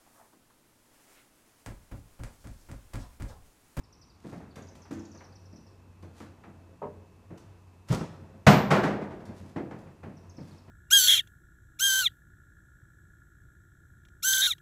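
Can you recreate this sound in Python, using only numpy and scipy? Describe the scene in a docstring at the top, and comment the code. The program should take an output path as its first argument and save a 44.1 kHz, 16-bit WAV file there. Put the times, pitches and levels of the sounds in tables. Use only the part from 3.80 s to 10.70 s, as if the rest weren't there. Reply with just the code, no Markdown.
"""A plastic boat hull is shifted in a pickup bed, heard from inside an open garage.
Steps and bumps ring the bed panel, fittings snap, a hollow knock chatters. The hull scuffs in
stick-slip grains, drops hard and rocks to rest; blows ring its modes and the garage answers.
Outside, a small bird twitters in falling chips over a low, steady hum and a faint high one."""
import sys
import numpy as np
from scipy import signal
from scipy.fft import rfft, irfft, next_fast_len
from scipy.io import wavfile
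from scipy.ndimage import map_coordinates

SR = 44100
rng = np.random.default_rng(int(sys.argv[2]) if len(sys.argv) > 2 else 0)


def pcm_store(signal):
    """Save signal as 16-bit PCM."""
    levels = np.round(np.clip(np.atleast_2d(signal), -1, 1) * 32767)
    wavfile.write(sys.argv[1], SR, levels.astype(np.int16).T)


N = 304290

# outdoor noise spectrum: f/Hz, density/dB
AIR_SPECTRUM = [(25, -23.5), (45, -8), (70, -2), (125, -9.5), (160, -8), (330, -14.5), (590, -22.5),
                (1050, -19.5), (1500, -28.5), (2200, -31), (3200, -35.5), (7000, -37.5), (15000, -46.5)]
# hums: f/Hz, level/dB, wander/Hz, wobble rate/(1/s), flutter/dB
HUMS = [(92.2, -55.5, 2.4, 16, 5), (2604, -79.5, 82, 600, 3)]
# low hum swell, halved for the high hum: t/s, gain/dB
HUM_SWELL = [(.4, -12), (1.05, -1), (6.9, -2)]
# clear bird chips: t/s, nominal f/Hz
CHIPS = [(0.127, 5950), (0.215, 5850), (0.823, 6860), (.887, 6430), (1.02, 6170), (1.137, 6820),
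         (1.195, 6780), (1.254, 6780), (1.317, 6350), (1.349, 6080), (1.375, 6400), (1.443, 5880),
         (1.556, 5720), (1.761, 5860), (6.497, 6330), (6.569, 5600)]
# bouts of soft twitter: start/s, end/s
BOUTS = [(0, .38), (0.701, 1.92), (6.351, 6.85)]
# impact spectrum: f/Hz, density/dB
CONTACT_SPECTRUM = [(30, -26), (60, -10), (85, -16.5), (130, 1), (200, -1.5), (260, -3), (400, -2),
                    (900, -10.5), (1700, -14.5), (2200, -18.5), (2800, -23.5), (4500, -29), (7000, -34),
                    (10000, -43), (15000, -51.5)]
# boat and truck decay: f/Hz, t60/s
BODY_T60 = [(60, .45), (170, 0.6), (500, 0.46), (1500, 0.41), (4000, 0.39), (12000, 0.27)]
# garage decay: f/Hz, t60/s
GARAGE_T60 = [(60, 1.86), (200, 1.24), (700, 1.01), (2000, 0.78), (5000, 0.61), (12000, 0.37)]
# crossovers between thump, knock, clack, click: f/Hz
CROSSOVERS_HZ = [240, 700, 2500]
# steps and bumps on the bed: t/s, strength/dB, hardness/dB, panel ring/dB
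BUMPS = [(.442, -46, -2, 3), (.52, -42, 0.5, -11), (.599, -49.5, 2.5, -3), (.763, -45.5, 1.5, -8.5),
         (1.052, -61, 12.5, -10), (1.106, -43.5, 3, 9.5), (1.16, -53, -1.5, 15), (1.345, -54, 4, -16),
         (1.404, -57.5, 13.5, -13), (1.726, -54, -6, -9), (2.225, -49.5, 0.5, -2.5), (2.40, -48, 7, 4),
         (2.635, -53.5, 9.5, -11), (2.667, -56, -7, -1.5), (3.02, -44.5, -1.5, -6.5),
         (3.5, -45.5, -3.5, -7), (4.395, -58, -12, -15), (5.485, -43, -3.5, -12), (5.599, -53.5, -7.5, -8),
         (5.759, -34, 2, 4.5), (5.907, -40, 2.5, -21), (6.067, -61, 9.5, -15), (6.230, -43, 2.5, -14.5),
         (6.259, -48, -7.5, -9), (6.578, -44.5, -5.5, -9.5), (6.876, -50.5, 0, -15)]
# bump thump, knock, clack, click: offset/dB, hardness slope/(dB/dB)
BUMP_BANDS = [(2.5, -0.8), (1.5, 0), (1.5, 1), (-23.5, 1.2)]
# bed panel modes, unloaded: f/Hz, level/dB, t60/s
PANEL_MODES = [(162, -14.5, 0.36), (183, -11, 0.31), (214, -6, 0.6), (270.4, -3.5, 0.47), (297.6, -3, 0.63),
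               (333.3, -1, 0.6), (481, -11.5, 0.54)]
# hull slides: centre t/s, half length/s, level/dB
SCUFFS = [(0.502, 0.1, -62.5), (2.405, 0.052, -59), (4.132, 0.03, -40), (5.585, 0.038, -61.5),
          (5.687, 0.045, -64.5), (6.69, 0.081, -64)]
# scuff and snap spectrum: f/Hz, density/dB
RUB_SPECTRUM = [(150, -18.5), (400, 5.5), (1000, 5.5), (2500, -3), (6000, -4), (10000, -10.5),
                (15000, -20.5)]
# strap fitting snaps: t/s, relative level/dB
SNAPS = [(.756, -45.5), (0.9513, -50.5), (1.1081, -47), (1.1255, -48.5), (2.223, -55.5), (3.5752, -50.5),
         (4.0848, -41), (5.4525, -50), (5.986, -55.5)]
# small hollow shell modes: f/Hz, level/dB, t60/s
HOLLOW_MODES = [(400, -5, 0.23), (417, -0.5, 0.18), (461, -2.5, 0.21), (541, -1, 0.14), (599, 1, 0.18),
                (710, 3, 0.1), (827, -4, .1), (942, 11, 0.061), (1013, 2, 0.062), (1100, -0.5, 0.07),
                (1254, -2.5, 0.053)]
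# heavy hull blows: t/s, strength/dB, hardness/dB, shell boom/dB, rise/s, pitch ratio
SLAMS = [(4.098, -37.5, -1.5, 13.5, 0.012, 0.86), (4.124, -33, -2.5, 2, 0.0076, 0.85),
         (4.204, -35.5, -5.5, -0.5, 0.0088, 0.81), (4.6654, -15, 5, 4.5, 0.0066, 1.007),
         (4.903, -19.5, 2.5, -1.5, 0.012, 1.004), (4.959, -23.5, -3, -8, 0.0078, 0.95),
         (5.031, -24, -1, -2, 0.0073, 1.036)]
# slam thump, knock, clack, click: offset/dB, hardness slope/(dB/dB), boom slope/(dB/dB)
SLAM_BANDS = [(-4, 0, 1.15), (-0.5, 0, 0), (6, 1, 0), (-15.5, 1.26, 0.5)]
# hull modes, free: f/Hz, level/dB, t60/s
HULL_MODES = [(94.5, -11, .35), (109.5, -6, .4), (132, -3, .28), (149, 3, .34), (161, -6, .35),
              (185.5, -3, .36), (197.4, 2, .6), (232.5, -12, .5), (356.5, -8, .46), (375.9, -6, .6),
              (398.5, -8, .4), (444.3, -8, .56), (473.6, -11, .6), (537.4, -7, .55), (618.8, -6, .52),
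              (660.2, -10, .56), (710.6, -12, .56), (772, -9, .4), (887.7, -11, .5), (959.2, -11, .52),
              (1080.8, -13, .5), (1192.6, -14, .46), (1332, -16, .36), (1488.2, -14, .5),
              (1641.6, -13, .43), (1848, -19, .4), (2510, -20, .4)]
# thin rings after the hardest blows: t/s, level/dB
ZINGS = [(4.675, -48), (4.915, -63)]
# their close, beating modes: f/Hz, level/dB, t60/s
ZING_MODES = [(13043, -1, 0.34), (13088, 0.5, 0.41), (13700, -6, .45), (13770, -1, .45),
              (13720, -8.5, 0.35), (14230, -0.5, 0.43), (14460, -2.5, .45)]

TOP_HZ = 15300


def amp(db):
    """dB to gain."""
    return 10 ** (np.asarray(db) / 20)


def rms(x):
    """Root mean square."""
    return np.sqrt(np.mean(x ** 2) + 1e-20)


def along(points, hz):
    """Interpolate (f/Hz, value) points on a log axis."""
    f, v = np.transpose(points)
    return np.interp(np.log(hz + 1), np.log(f + 1), v)


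def filtered(x, response):
    """Apply a frequency response."""
    size = next_fast_len(len(x) + 8192)
    return irfft(rfft(x, size) * response(np.fft.rfftfreq(size, 1 / SR)), size)[:len(x)]


def noise(spectrum, size):
    """Coloured noise, rms 1."""
    x = filtered(rng.standard_normal(size), lambda hz: amp(along(spectrum, hz)))
    return x / rms(x)


def impulses(per_s):
    """Sparse random impulses."""
    return rng.standard_normal(N) * (rng.random(N) < per_s / SR)


def wobble(per_s, size=N):
    """Smooth random curve, per_s knots a second."""
    knots = rng.standard_normal(int(size * per_s / SR) + 4)
    return map_coordinates(knots, [np.arange(size) * per_s / SR])


def damped(x, t60_curve):
    """Decay each frequency at its own t60."""
    hz, t, bins = signal.stft(x, SR, nperseg=512)
    return signal.istft(bins * amp(-60 * t / along(t60_curve, hz)[:, None]), SR)[1][:len(x)]


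def ringing(modes, t, scatter_db):
    """Damped modes, random in level and phase per strike."""
    return sum(amp(db + rng.normal(0, scatter_db) - 60 * t / t60_s)
               * np.sin(2 * np.pi * (hz * t + rng.random())) for hz, db, t60_s in modes)


def add(track, at_s, x):
    """Mix x into track."""
    start = max(round(at_s * SR), 0)
    part = track[start:start + len(x)]
    part += x[:len(part)]


def garage(x, wet_db):
    """Direct sound plus diffuse tail."""
    t = np.arange(SR) / SR
    tail = damped(rng.standard_normal(SR), GARAGE_T60) * (1 - np.exp(-t / 0.0031))
    return x + amp(wet_db) * signal.fftconvolve(x, tail / np.linalg.norm(tail))[:N]


def outdoors():
    """Soft evening noise; a wavering low hum and a fuzzy high one swell, then hold."""
    out = amp(-60) * noise(AIR_SPECTRUM, N)
    swell_db = np.interp(np.arange(N) / SR, *np.transpose(HUM_SWELL))
    for (hz, db, wander_hz, per_s, flutter_db), share in zip(HUMS, [1, 0.5]):
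        phase = 2 * np.pi * np.cumsum(hz + wander_hz * wobble(per_s)) / SR
        out += amp(db + share * swell_db + flutter_db * wobble(per_s)) * np.sqrt(2) * np.sin(phase)
    return out


def bird(twitter_per_s=7.2, low_hz=4450, high_hz=6000, twitter_db=-5, ref_hz=5950):
    """Chips plunge in pitch and fade, higher ones louder and shorter; soft ones come at random."""
    out, t = np.zeros(N), np.arange(SR // 20) / SR
    chips = [(at_s, hz, 0) for at_s, hz in CHIPS]
    for start_s, end_s in BOUTS:
        for k in range(round((end_s - start_s) * twitter_per_s)):
            at_s = start_s + (k + rng.random()) / twitter_per_s
            chips.append((at_s, rng.uniform(low_hz, high_hz), twitter_db))
    for at_s, hz, offset_db in chips:
        age = t / 0.013 * (hz / ref_hz) ** 1.57  # in chip lengths
        fall_octaves = 0.38 * age ** 1.22
        flutter = 1 + 0.034 * wobble(650, size=len(t))
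        pitch_hz = hz * 1.05 * 2 ** -fall_octaves * flutter
        envelope = (1 - np.exp(-(age / 0.12) ** 2)) * np.exp(-age ** 2)
        db = -55 + offset_db + 8 * np.log2(hz / ref_hz)
        add(out, at_s - 0.002, amp(db) * envelope * np.sin(2 * np.pi * np.cumsum(pitch_hz) / SR))
    return garage(out, wet_db=-2)


def blow(modes, band_db, ring_db, rise_s, pitch_ratio, t60_ratio, size, clack_cut_db, crack_db, room_db):
    """One impact: a few clear modes plus a dense crowd, weighted in four bands."""
    t, head = np.arange(size) / SR, slice(0, SR // 25)
    thump_db, knock_db, clack_db, click_db = band_db
    onset = np.minimum(t / max(rise_s, 0.001), 1)
    crack = 1 + amp(crack_db - 60 * t / 0.03)  # direct sound above the first echoes
    spectrum = np.multiply(CONTACT_SPECTRUM, [pitch_ratio, 1])
    body = damped(noise(spectrum, size), np.multiply(BODY_T60, [1, t60_ratio]))
    room = damped(noise(spectrum, size), np.multiply(GARAGE_T60, [1, t60_ratio]))
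    crowd = body * crack * onset + amp(room_db) * room * (1 - np.exp(-t / 0.025))
    # strike point and grip shift pitch and damping
    struck = np.multiply(modes, [pitch_ratio, 1, t60_ratio])
    # dull blows barely stir the upper modes
    struck[:, 1] += min(knock_db - thump_db, 0) * np.clip(np.log2(struck[:, 0] / 240), 0, 1)
    ring = ringing(struck, t, scatter_db=2) * onset
    out = amp(max(thump_db, knock_db) + ring_db) * ring / rms(ring[head])
    edges_hz = [20, *CROSSOVERS_HZ, 20000]
    for k, db in enumerate([thump_db, knock_db, clack_db - clack_cut_db, click_db]):
        band = signal.sosfilt(signal.butter(3, edges_hz[k:k + 2], 'band', fs=SR, output='sos'), crowd)
        out += amp(db) * band / rms(band[head])
    return out


def truck_bed(gain_db):
    """Steps and bumps ring the loaded panel; harder contact is quicker and brighter."""
    out = np.zeros(N)
    for at_s, db, hardness_db, ring_db in BUMPS:
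        band_db = db + gain_db + np.dot(BUMP_BANDS, [1, hardness_db])
        rise_s = 0.007 * 2 ** (-hardness_db / 16)
        add(out, at_s, blow(PANEL_MODES, band_db, ring_db, rise_s, pitch_ratio=1.003, t60_ratio=0.9,
                            size=SR // 2, clack_cut_db=7, crack_db=-0.3, room_db=-15))
    return out


def settling_load(calm_db_per_s=21.5):
    """After each bump or slam the load settles in tiny, dull taps."""
    power, t = np.zeros(N), np.arange(2 * SR) / SR
    for at_s, db, *_ in [*BUMPS, *SLAMS]:
        stir_db = -58 + 0.4 * (db + 45) - calm_db_per_s * t
        add(power, at_s, amp(stir_db) ** 2 * (1 - np.exp(-t / 0.0395)))
    taps = impulses(per_s=140)
    shell = damped(noise(CONTACT_SPECTRUM, SR // 4), BODY_T60)
    patter = signal.fftconvolve(taps, shell)[:N]
    dull = signal.sosfilt(signal.butter(1, 900, fs=SR, output='sos'), patter)
    return np.sqrt(power) * dull / rms(dull)


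def hull_scuffs():
    """Sliding plastic sticks and slips in tiny grains."""
    t = np.arange(N) / SR
    strokes = sum(amp(db) * np.exp(-((t - at_s) / half_s) ** 2) for at_s, half_s, db in SCUFFS)
    grains = filtered(impulses(per_s=1500), lambda hz: amp(along(RUB_SPECTRUM, hz)))
    return garage(strokes * grains / rms(grains), wet_db=-4.5)


def strap_fittings(gain_db=1.5, rise_s=0.0033, t60_s=0.056):
    """Hooks and buckles snap: short noise bursts."""
    out, t = np.zeros(N), np.arange(SR // 10) / SR
    for at_s, db in SNAPS:
        envelope = amp(db + gain_db - 60 * t / t60_s) * (1 - np.exp(-t / rise_s))
        add(out, at_s, envelope * noise(RUB_SPECTRUM, len(t)))
    return garage(out, wet_db=0.5)


def hollow_chatter(at_s, contacts, first_db=-37.5, loss_db=2, first_gap_s=0.009, gap_ratio=1.22):
    """A knock chatters on a small, damped shell, ever slower and weaker."""
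    out, t = np.zeros(N), np.arange(SR // 3) / SR
    for k in range(contacts):
        ring = ringing(HOLLOW_MODES, t, scatter_db=0) * (1 - np.exp(-t / 0.0018))
        add(out, at_s, amp(first_db - k * loss_db) * ring / rms(ring[:SR // 50]))
        at_s += first_gap_s * gap_ratio ** k
    return garage(out, wet_db=-17)


def hull_blows(gain_db, rock_count, rock_at_s=5.21, gap_s=0.093, loss_db=4.5):
    """The hull is shoved while held, drops free, falls back and rocks to rest."""
    out = np.zeros(N)
    # columns as SLAMS
    rocks = [(rock_at_s + k * gap_s, -40 - k * loss_db, -3.5, 0.5, 0.011, 1) for k in range(rock_count)]
    for at_s, db, hardness_db, boom_db, rise_s, pitch_ratio in [*SLAMS, *rocks]:
        band_db = db + gain_db + np.dot(SLAM_BANDS, [1, hardness_db, boom_db])
        ring_db = boom_db - max(band_db[0] - band_db[1], 0)  # modes sit boom_db above the knock
        t60_ratio = pitch_ratio ** 3  # pressing on the hull lowers and damps it
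        add(out, at_s, blow(HULL_MODES, band_db, ring_db, rise_s, pitch_ratio, t60_ratio,
                            size=SR, clack_cut_db=8.5, crack_db=0.5, room_db=-12))
    return out


def zings(rise_s=0.03):
    """A thin, high ring swells; close modes beat as it fades."""
    out, t = np.zeros(N), np.arange(SR // 2) / SR
    for at_s, db in ZINGS:
        ring = ringing(ZING_MODES, t, scatter_db=1.5) * (1 - np.exp(-t / rise_s))
        add(out, at_s, amp(db) * ring / rms(ring[:SR // 10]))
    return out


def scene():
    """Mono mix, heard in the garage."""
    load = truck_bed(gain_db=-6) + hull_blows(gain_db=-3, rock_count=3) + zings()
    load += hollow_chatter(at_s=3.018, contacts=5) + strap_fittings() + hull_scuffs() + settling_load()
    return (load + bird() + outdoors())[None]


def record(dry):
    """Soft-clip peaks; cut above TOP_HZ."""
    rounded = dry[0] / (1 + np.abs(dry[0]) ** 6) ** (1 / 6)
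    return filtered(rounded, lambda hz: hz < TOP_HZ)[None]


dry = scene()
out = record(dry)
pcm_store(out)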